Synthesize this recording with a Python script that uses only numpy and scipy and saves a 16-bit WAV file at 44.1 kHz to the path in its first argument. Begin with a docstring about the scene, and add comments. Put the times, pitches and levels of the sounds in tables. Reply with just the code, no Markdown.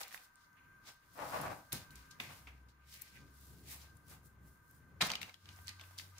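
"""Baking at a stone counter

A quiet, hard-walled kitchen heard close by a phone: cling film crackles in short noise bursts, a glass bowl
slides as slips ring glass and slab, hands and sleeves brush as swelling grainy noise, a springform tin is
dragged in and knocked, with cracks, ringing modes and thuds, hardest near 5 s as dough drops in and is slapped.
Behind it an appliance whines in narrow bands and far traffic rumbles as wavering drones and low noise.
"""
import sys
import numpy as np
from scipy import signal
from scipy.fft import rfft, irfft
from scipy.io import wavfile
from scipy.ndimage import uniform_filter1d

SR = 44100
rng = np.random.default_rng(int(sys.argv[2]) if len(sys.argv) > 2 else 0)


def output_pcm(signal):
    """Save a mono or channel-first signal as 16-bit PCM at the path in sys.argv[1].

    Samples are clipped to [-1, 1] before scaling.
    """
    pcm = np.clip(np.atleast_2d(signal).T, -1, 1) * 32767
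    wavfile.write(sys.argv[1], SR, np.round(pcm).astype(np.int16))


def voltage_ratio(level):
    """Linear amplitude factor for a level in decibels (scalar or array-like)."""
    return 10 ** (np.asarray(level, float) / 20)


N = 272979
T = np.arange(N) / SR
PORTS = np.array([[1], [-1]])  # sign of the side signal at left and right
ECHO_ALIKE_HZ = 870  # below this both ports hear much the same sound
SPREAD = 1  # gain of the side signal re the middle, near sounds
RISE_BEND, FALL_BEND = 1.32, 1.05  # 1 = straight slopes in dB, 2 = rounded top with steep skirts


def level(x, db):
    """Scale to an rms level."""
    return x * voltage_ratio(db) / np.sqrt(np.mean(x ** 2))


def band(x, hz, width_hz):
    """Two-pole resonance, gain 1 at the centre."""
    hz, width_hz = min(hz, .42 * SR), min(width_hz, .35 * SR)
    return signal.lfilter(*signal.iirpeak(hz, hz / width_hz, fs=SR), x)


def decay(t, t60_s):
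    """Exponential decay, 60 dB down after t60_s."""
    return np.exp(-np.log(1000) * t / t60_s)


def treble_side(x):
    """First-order highpass that keeps the bass alike at both ports."""
    return signal.lfilter(*signal.butter(1, ECHO_ALIKE_HZ, "highpass", fs=SR), x)


def wide(pair):
    """A left-right pair from two unrelated versions of one sound; the bass stays alike."""
    return (pair[0] + SPREAD * PORTS * treble_side(pair[1])) / np.hypot(1, SPREAD)


def pan(x, left_minus_right_db):
    """Place left or right."""
    return x * voltage_ratio(np.array([left_minus_right_db, -left_minus_right_db]).reshape(2, -1) / 2)


def walk(rate_hz):
    """Random levels held 1 / rate_hz s and slewed twice; spread near 1."""
    k = int(SR / rate_hz)
    steps = np.repeat(rng.standard_normal(N // k + 1), k)
    return 1.338 * uniform_filter1d(uniform_filter1d(steps, k), k)[:N]


def curves(table, silent_db=-120):
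    """Columns of a table at every sample; the first column is silent outside it."""
    s, *columns = np.transpose(table)
    out = [np.interp(T, s, c) for c in columns]
    outside = (T < s[0]) | (T > s[-1])
    return [np.where(outside, silent_db, out[0])] + out[1:]


def swells(table, rest_db=-120):
    """Summed gain of swells, the same weighted by the last column as dB, and that column's mean by power."""
    t = T[::16]
    s, db, rise_s, fall_s = np.transpose(table)[:4, :, None]
    last = np.transpose(table)[-1][:, None]
    away_s = abs(t - s)
    rising = -(away_s / np.maximum(rise_s, .002)) ** RISE_BEND
    falling = -(away_s / np.maximum(fall_s, .002)) ** FALL_BEND
    slope = np.where(t < s, rising, falling)
    power = voltage_ratio(2 * np.maximum(db + 20 * slope, -200))
    total = power.sum(axis=0)
    gain = np.sqrt(total + voltage_ratio(2 * rest_db))
    weighted_gain = np.sqrt((power * voltage_ratio(2 * np.minimum(last, 30))).sum(axis=0))
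    mean_last = (power * last).sum(axis=0) / total
    return [np.interp(T, t, c) for c in (gain, weighted_gain, mean_last)]


def grit(spread_db, flicker_db):
    """Dense tiny slips, a few far larger than the rest, arriving differently at each port."""
    size_db = spread_db * np.minimum(rng.exponential(size=N), 7) + flicker_db * walk(50)
    return level(wide(rng.standard_normal((2, N))) * voltage_ratio(size_db), 0)


def snap(hz, burst_s, pair, broad_db):
    """A short burst of slips, coloured steeply around its centre, peak 1."""
    t = T[:pair.shape[1]] / max(burst_s, 2e-4)
    push = wide(pair) * np.minimum(3 * t, 1) * np.exp(-t)
    push[:, 8] += 1.5  # the first release is one sharp tick
    broad = band(band(push, hz, 3.4 * hz), hz, 0.73 * hz)
    hiss = band(push, 11500, 4700)
    y = band(broad, hz, 0.14 * hz) + voltage_ratio(broad_db) * broad + voltage_ratio(broad_db - 16.5) * hiss
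    return y / np.abs(y.mean(axis=0)).max()


def along_hz(points, hz):
    """Read (Hz, value) points on a log-frequency axis."""
    f, v = np.transpose(points)
    return np.interp(np.log(hz + 1), np.log(f), v)


# Spectrum of the air. Each row: frequency in Hz, relative density in dB per Hz.
AIR_SPECTRUM = [(30, 7.5), (95, -10), (300, -9.5), (700, -50), (1000, -6), (1600, -6.5), (2400, -22),
                (3200, -36), (6000, -25), (8500, -32), (12000, -25), (15000, -27)]
# Each row: frequency in Hz, left-right correlation of the air.
AIR_LIKENESS = [(60, 0.99), (250, 0.61), (1000, 0.09), (4000, 0.037), (15000, 0.092)]
AIR_DB = -69.5


def air():
    """Broad noise, shaped in frequency, whose ports agree less and less above the bass."""
    hz = np.fft.rfftfreq(N, 1 / SR)
    alike = np.clip(along_hz(AIR_LIKENESS, hz), 0, 1)
    noise = rfft(rng.standard_normal((2, N))) * voltage_ratio(along_hz(AIR_SPECTRUM, hz))
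    mid, side = noise * np.sqrt([1 + alike, 1 - alike])
    return level(irfft(np.array([mid + side, mid - side]), N), AIR_DB)


# Each row: centre in Hz, width in Hz of the first of two filters (the second is twice as wide),
# level in dB re WHINE_DB.
WHINE_BANDS = [(969, 35, -10), (1212, 30, -7), (1530, 70, -7), (2065, 45, -15), (4250, 90, -27),
               (6650, 90, -23), (9410, 90, -22), (14800, 160, -18), (15300, 60, -27)]
WHINE_DB = -69.5
WHINE_TONE_HZ, WHINE_TONE_PEAK_DB = 1563, -1  # re WHINE_DB


def whine():
    """An appliance: one wavering tone among narrow noise bands."""
    tone_gain = voltage_ratio(WHINE_TONE_PEAK_DB + 3 * walk(25))
    out = tone_gain * np.sin(2 * np.pi * np.cumsum(WHINE_TONE_HZ + 12 * walk(40)) / SR)
    for hz, width_hz, db in WHINE_BANDS:
        noise = rng.standard_normal((2, N))
        one, other = band(band(noise, hz, width_hz), hz, 2 * width_hz)
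        out = out + level(one + 0.9 * other * PORTS, db)
    return voltage_ratio(WHINE_DB) * out


def room_tone():
    """Air and whine, wavering together in level."""
    return voltage_ratio(2.6 * walk(3.39)) * (air() + whine())


def rumble():
    """Low noise with a hump where the room booms, nearly alike at both ports."""
    noise = rng.standard_normal((2, N))
    hump = band(band(noise, 118, 112), 117.4, 223)
    hump = hump + voltage_ratio(-1.0) * band(noise, 132.7, 36) + voltage_ratio(-10.5) * band(noise, 250, 42)
    one, other = level(hump, -1.13)
    return one + 0.29 * other * PORTS


def drone(hz, waver, waver_db):
    """A low engine tone whose pitch and level waver."""
    phase = 2 * np.pi * np.cumsum(hz * (1 + waver * walk(8.1))) / SR
    return np.sqrt(2) * np.sin(phase) * voltage_ratio(waver_db * walk(10))


# Rise and fall, in all swell tables: time for 20 dB.
# Lower engine. 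Each row: peak in seconds, level in dB, rise in seconds, fall in seconds, pitch in Hz.
LOW_DRONE_SWELLS = [(1.43, -69, 0.77, 0.15, 61.2), (1.69, -70.5, 0.24, 0.14, 65.7),
                    (1.96, -57.5, 0.06, 0.14, 63.2), (2.5, -60.5, 0.16, 0.24, 65.3),
                    (2.65, -58.5, 0.24, 0.29, 65), (2.95, -70, 0.62, 0.64, 72.5),
                    (3.3, -60.5, 0.28, 0.49, 65.4), (3.5, -61, 0.36, 0.33, 70.3),
                    (3.75, -59, .3, 0.37, 69.73), (4.1, -65.5, 0.094, 0.96, 67.4),
                    (4.5, -62, 0.31, 0.052, 66), (4.73, -67.5, 0.13, 0.76, 74.3),
                    (5.03, -66, 0.11, 0.036, 75.5), (5.17, -63, 0.1, 0.062, 74.7),
                    (5.5, -66, .14, .3, 75.8)]
# Higher engine. Each row: peak in seconds, level in dB, rise in seconds, fall in seconds.
HIGH_DRONE_SWELLS = [(.72, -72, .4, 0.45), (2.25, -65.5, 0.18, 0.35), (3.96, -62, 0.14, 0.032),
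                     (4.1, -62, 0.063, .2), (4.41, -65.5, 0.082, 0.21), (5.02, -60, .1, 0.043),
                     (5.5, -59, 0.29, 2.1), (6.07, -62, 0.48, .7)]
HIGH_DRONE_HZ = 92
# Far rumble. Each row: time in seconds, mean level in dB.
RUMBLE_LEVELS = [(0, -81.5), (.7, -77), (1, -82), (1.9, -70.5), (2.7, -69), (6.19, -72)]


def traffic():
    """Two engine drones over a low rumble, alike or nearly so at both ports."""
    low_gain, _, low_hz = swells(LOW_DRONE_SWELLS, -108)
    high_gain = swells(HIGH_DRONE_SWELLS, -84.5)[0]
    low = low_gain * drone(low_hz, 0.0217, waver_db=3.0)
    high = high_gain * drone(HIGH_DRONE_HZ, 0.014, waver_db=1.3)
    return low + high + voltage_ratio(curves(RUMBLE_LEVELS)[0] + 4.5 * walk(6.965)) * rumble()


# Each row: start in seconds, peak in dB, centre in Hz, left minus right in dB, burst decay in seconds.
FILM_CRACKLES = [(0.0054, -58, 2480, 3, 0.0039), (0.012, -47, 6470, -15, 0.0028),
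                 (0.0312, -42, 6790, 7, 0.0013), (0.0327, -41.5, 4350, -2, 0.0028),
                 (0.049, -49, 2060, 1, 0.002), (0.0807, -39.5, 13600, 4, 0.0009),
                 (0.1092, -47, 1850, 3, 0.0011), (0.1153, -53, 1870, -12, 0.0023),
                 (0.1258, -49, 1900, 13, 0.0018), (0.1442, -39.5, 1750, -8.5, 0.0023),
                 (0.1754, -47, 2460, 2, 0.0021), (0.357, -52, 8900, 1, 0.00075),
                 (0.53, -63, 6860, -2, 0.0012)]


def film():
    """Creases of cling film let go one by one."""
    size = 2048
    out = np.zeros((2, N + size))
    for s, db, hz, lr_db, burst_s in FILM_CRACKLES:
        i = int(s * SR)
        crackle = snap(hz, burst_s, rng.standard_normal((2, size)), 0)
        out[:, i:i + size] += pan(voltage_ratio(db) * crackle, lr_db)
    return out[:, :N]


# Strokes of skin, sleeve, film and paper. Each row: peak in seconds, level in dB, rise in seconds,
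# fall in seconds, fine hiss in dB re level.
RUB_STROKES = [(.014, -49.5, 0.032, 0.061, 0), (.08, -56.5, 0.017, 0.053, -3), (.148, -54, 0.07, 0.076, 1),
               (.248, -62, 0.072, 0.044, 0), (.43, -70, .15, 0.09, -9), (.885, -51.5, .05, 0.091, -5.5),
               (1.17, -64.5, 0.027, 0.37, 4), (1.37, -53.5, 0.29, 0.33, 1.5), (1.488, -64, .1, 0.096, -13),
               (1.726, -41.5, 0.0065, 0.096, -2.5), (1.908, -66.5, .004, 0.067, 6.5),
               (1.957, -60.5, 0.0066, 0.2, -2.5), (2.112, -55, 0.0087, 0.045, -13),
               (2.2, -53.5, 0.0021, 0.28, -3.5), (2.35, -66, 0.16, 0.17, 3.5),
               (2.69, -65.5, 0.0097, 0.044, -13), (2.94, -54.5, 0.084, 0.14, -2.5),
               (3.03, -62, 0.046, 0.41, -5.5), (3.17, -66, .2, 0.047, -1.5), (3.43, -66.5, 0.18, 0.57, 4),
               (3.72, -53.5, 0.088, 0.12, 4), (3.82, -57, 0.066, 0.095, -2.5),
               (3.96, -84.5, 0.046, 0.16, 11), (4.11, -60, 0.059, 0.085, 4),
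               (4.26, -87.5, 0.05, 0.085, 22.5), (4.48, -81, 0.074, 0.13, 17.5),
               (4.74, -82, 0.19, .17, 13.5), (5.013, -34, 0.0055, 0.11, -29),
               (5.07, -40, 0.044, 0.015, -2.5), (5.115, -56, 0.074, 0.053, -22),
               (5.219, -44.5, 0.0093, 0.03, -7), (5.26, -60, 0.075, 0.54, -7),
               (5.495, -60.5, 0.071, 0.11, -24), (5.62, -72, 0.23, 0.26, 9.5),
               (5.681, -50.5, 0.023, 0.093, -23), (5.813, -56, 0.04, 0.023, -27),
               (5.83, -68, 0.025, 1, 2.5), (5.983, -50, 0.011, 0.086, -1), (6.19, -61, .06, .1, -19)]
RUB_LEFT_DB = 1.5  # left minus right


def rubbing():
    """Skin and cloth: coarse grain under fine hiss."""
    coarse_gain, fine_gain, _ = swells(RUB_STROKES)
    coarse = level(band(band(grit(3.3, 1.5), 2200, 7600), 4580, 3200), -3.87)
    fine = level(band(band(grit(3.55, 1.0), 21000, 16000), 12800, 20000), -0.84)
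    return pan(coarse_gain * coarse + fine_gain * fine, RUB_LEFT_DB)


# Scrapes felt through tin and counter. Each row: peak in seconds, level in dB, rise in seconds,
# fall in seconds, brighter wall scrape in dB re level.
SCRAPE_STROKES = [(.014, -42.5, 0.015, 0.021, -29), (.03, -57.5, .01, .11, 4),
                  (.144, -55, 0.015, 0.077, -10), (.572, -75.5, .02, 0.25, 11),
                  (.89, -54, 0.053, 0.048, -0.5), (1.04, -67, .05, .05, -20),
                  (1.735, -50, 0.019, 0.12, -1.5), (1.95, -75, .08, 0.22, 13),
                  (2.2, -53.5, 0.0037, 0.13, 9.5), (2.31, -54, .05, 0.14, -12),
                  (2.475, -60, 0.0072, 0.081, 10), (3.0, -69, 0.17, 0.21, 11.5),
                  (3.17, -70, 0.057, 0.047, 16.5), (3.71, -66, 0.079, 0.093, 14),
                  (3.75, -57.5, 0.083, 0.074, -14), (3.87, -64, 0.27, 0.036, -10),
                  (4.12, -57.5, 0.042, 0.082, -26), (5.011, -32.5, 0.0042, 0.037, 5),
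                  (5.05, -42.5, 0.028, 0.11, -6), (5.11, -46, .07, 0.064, -11),
                  (5.231, -53.5, 0.022, 0.079, -10), (5.3, -55.5, 0.16, 0.018, -10),
                  (5.49, -71.5, .06, 0.089, 13), (5.595, -64.5, 0.11, 0.067, -11),
                  (5.697, -67, 0.035, 0.042, 20), (5.795, -67, 0.018, 0.18, -9),
                  (6.04, -65.5, 0.13, .065, 0), (6.19, -66, 0.072, .1, -1)]
SCRAPE_REST_DB = -77  # hands never lie quite still


def scraping():
    """The same slips sound duller through the tin's base, brighter through its wall."""
    base_gain, wall_gain, _ = swells(SCRAPE_STROKES, SCRAPE_REST_DB)
    slips = grit(3.2, 1.44)
    base = level(band(band(slips, 1140, 1920), 906, 1880), -2.4)
    wall = level(band(band(slips, 2320, 640), 1620, 800), -7.5)
    return base_gain * base + wall_gain * wall


# Dull bumps. Each row: peak in seconds, level in dB, rise in seconds, fall in seconds.
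BUMP_SWELLS = [(.9, -66.5, 0.44, 0.085), (1.46, -48, 0.33, 0.19), (1.74, -46, 0.021, .12),
               (2.3, -63, 0.25, 0.23), (3.69, -60, 0.46, 0.23), (3.96, -66, 0.12, 0.15),
               (4.1, -62, 0.12, 0.33), (4.27, -65, 0.088, .06), (4.45, -61.5, 0.13, 0.18),
               (4.98, -62.5, 0.59, 0.12), (5.05, -53, 0.062, 0.1), (5.24, -57.5, 0.13, 0.066),
               (5.48, -66, 0.12, 0.59), (6.07, -67.5, 0.24, 0.2)]


def bumps():
    """The counter passes on the weight of what moves on it as a low rumble."""
    return swells(BUMP_SWELLS)[0] * rumble()


# Bowl sliding. Each row: time in seconds, level in dB, left minus right in dB.
SLIDE_PATH = [(1.151, -60.5, 15), (1.175, -50, 2), (1.269, -46, 4), (1.367, -40, 5), (1.431, -38.5, 3),
              (1.47, -41.5, 2), (1.613, -69, 10), (1.7, -85, 0)]
# Glass modes. Each row: centre in Hz, width in Hz before the 3.6-fold widening below, relative gain in dB.
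BOWL_MODES = [(512, 31.4, 4.5), (720, 217, 3), (1163, 201, 0.5), (1650, 18, -35), (2000, 12, -50),
              (2580, 160, -19.5)]
# Slab modes. Each row: centre in Hz, width in Hz of the first of two filters (the second is twice as wide),
# relative gain in dB.
SLAB_MODES = [(135, 40, -11.5), (278.5, 21, 0)]


def bowl():
    """The glass foot chatters over stone: slips ring the bowl and the slab."""
    db, lr_db = curves(SLIDE_PATH)
    slips = grit(3.5, 3.0)
    glass = 0
    for k, (hz, width_hz, gain_db) in enumerate(BOWL_MODES):
        glass = glass + (-1) ** k * voltage_ratio(gain_db) * band(slips, hz, 3.6 * width_hz)
    chatter = band(band(slips, 1480, 1220), 1480, 1220)
    glass = level(glass, -0.55) + level(chatter, -8.5)
    middle = slips.mean(axis=0)
    slab = sum(voltage_ratio(g) * band(band(middle, hz, w), hz, 2 * w) for hz, w, g in SLAB_MODES)
    return voltage_ratio(db) * (pan(glass, lr_db) + level(slab, -14.5))


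# Knocks, clasp rattles and paper ticks. Each row: start in seconds, crack peak in dB, centre in Hz,
# thud in dB re that peak, left minus right in dB.
TIN_CONTACTS = [(1.414, -37.5, 11000, -36, 2), (1.7216, -36.5, 3540, -26, -5),
                (1.728, -26, 10800, -15, 2.5), (1.9058, -51.5, 4160, -22, -2), (1.956, -46, 7100, -32, 4),
                (2.1111, -51, 6450, -15, 8), (2.2007, -32.5, 2490, -8, 1), (2.471, -44.5, 2000, -7.5, 7),
                (2.6888, -66, 2520, -30.5, 1), (3.015, -44, 13600, -39, 7), (3.019, -40, 13400, -40, 13.5),
                (3.9686, -57.5, 10700, -31, 16), (4.7102, -57.5, 12380, -19, 12),
                (5.01, -22.5, 2430, -41, -2), (5.015, -22.5, 3920, -3, 5), (5.0214, -22, 4070, -15, -5),
                (5.0953, -35, 2280, -6, -5), (5.1013, -27.5, 3070, -10, 2), (5.1163, -26, 4200, -37, -0.5),
                (5.1351, -31, 2380, -26, 2), (5.1536, -30.5, 3180, -27, -1.5), (5.215, -35, 2470, -41, 7),
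                (5.2295, -32, 2680, -32.5, 3), (5.2941, -44.5, 2190, -31.5, -2),
                (5.3412, -42.5, 3240, -48, 2), (5.4564, -49, 3180, -10, 1), (5.4893, -42.5, 3120, -15, 4),
                (5.5612, -54, 6390, -12, 5), (5.588, -51, 1160, -18, 6), (5.671, -47, 6270, -34, -14),
                (5.6802, -33, 4320, -51, 3.5), (5.6911, -40.5, 4430, -14, -11), (5.7959, -46, 2130, -19, 2),
                (5.8111, -41, 3760, -12, -2), (5.8379, -50, 2590, -10.5, 6), (5.909, -54, 1140, -25, 0.5),
                (5.986, -32.5, 4900, -41, 0), (5.9968, -39, 2590, -25, 5), (6.1824, -45, 6570, -24, -5)]
# Each row: mode in Hz, mean relative level in dB, t60 in seconds.
TIN_RING_MODES = [(205, -6, .1), (640, -5, .09), (757, -2, .11), (1630, -5, .04), (2245, 0, .05),
                  (2650, -5, .04), (3230, -4, .04), (3790, -5, .04), (4400, -6, .035), (5225, -8, .03)]
TIN_BURST_S = 0.0024


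def tin():
    """Each contact snaps, rings the thin metal briefly and thuds into the counter."""
    size = 8192
    out, t = np.zeros((2, N + size)), T[:size]
    modes_hz, modes_db, t60_s = np.transpose(TIN_RING_MODES)
    modes = np.sin(2 * np.pi * np.outer(modes_hz, t)) * decay(t, t60_s[:, None])
    for s, db, hz, thud_db, lr_db in TIN_CONTACTS:
        chance = rng.standard_normal((3, size))
        crack = snap(hz, TIN_BURST_S, chance[:2], 0)
        # every contact point wakes the modes differently
        wake = voltage_ratio(modes_db + 2.3 * chance[2, -len(t60_s):])
        ring = signal.fftconvolve(crack[:, :1024], (wake @ modes)[None], axes=1)[:, :size]
        blow = chance[2] * np.exp(-t / 0.018) * np.minimum(t / 0.0018, 1)
        thud = band(blow, 184, 116) + 0.86 * band(blow, 210, 210) + 1.4 * band(blow, 930, 970)
        thud = voltage_ratio(thud_db) * thud / np.abs(thud).max()
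        i = int(s * SR)
        out[:, i:i + size] += voltage_ratio(db) * (pan(crack + voltage_ratio(-58.0) * ring, lr_db) + thud)
    return out[:, :N]


# Each row: band centre in Hz, t60 in seconds.
ECHO_T60 = [(150, 0.58), (600, 0.43), (2500, 0.29), (8000, 0.16)]


def kitchen(x):
    """Dense echoes off tiles and stone, different at each port above the bass, treble dying first."""
    t = T[:SR // 2]
    noise = rng.standard_normal((2, len(t)))
    mid, side = sum(band(noise, hz, 3.3 * hz) * decay(t, t60_s) for hz, t60_s in ECHO_T60)
    side = treble_side(side)
    echo = np.array([mid + side, mid - side]) * np.clip((t - .002) / 0.0029, 0, 1)
    echo = echo / np.sqrt(np.mean(np.sum(echo ** 2, axis=1)))
    return signal.fftconvolve(x.mean(axis=0, keepdims=True), echo, axes=1)[:, :N]


# The whole level dips briefly. Each row: centre in seconds, depth in dB, half-width in seconds (to 1/e).
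LEVEL_DIPS = [(1.0, -3.5, 0.12), (1.681, -2, 0.033), (5.385, -7.5, 0.072)]
ROOM_DB = -9  # echo gain
FAR_LEFT_DB = 1.5  # left minus right


def scene():
    """Near sounds with their echo, over the background."""
    far = pan(room_tone() + traffic() + bumps(), FAR_LEFT_DB)
    near = film() + rubbing() + scraping() + bowl() + tin()
    dip_db = sum(db * np.exp(-((T - s) / half_s) ** 2) for s, db, half_s in LEVEL_DIPS)
    return voltage_ratio(dip_db) * (near + voltage_ratio(ROOM_DB) * kitchen(near) + far)


def top_cut(x):
    """Nothing passes above the cut-off."""
    return signal.sosfilt(signal.butter(12, 16480, fs=SR, output="sos"), x)


def record(dry):
    """The phone cuts the deepest bass and the top."""
    x = signal.sosfilt(signal.butter(2, 45, "highpass", fs=SR, output="sos"), dry)
    x = signal.sosfilt(signal.ellip(6, .2, 30, 15500, fs=SR, output="sos"), x)
    return top_cut(x)


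dry = scene()
out = record(dry)
output_pcm(out)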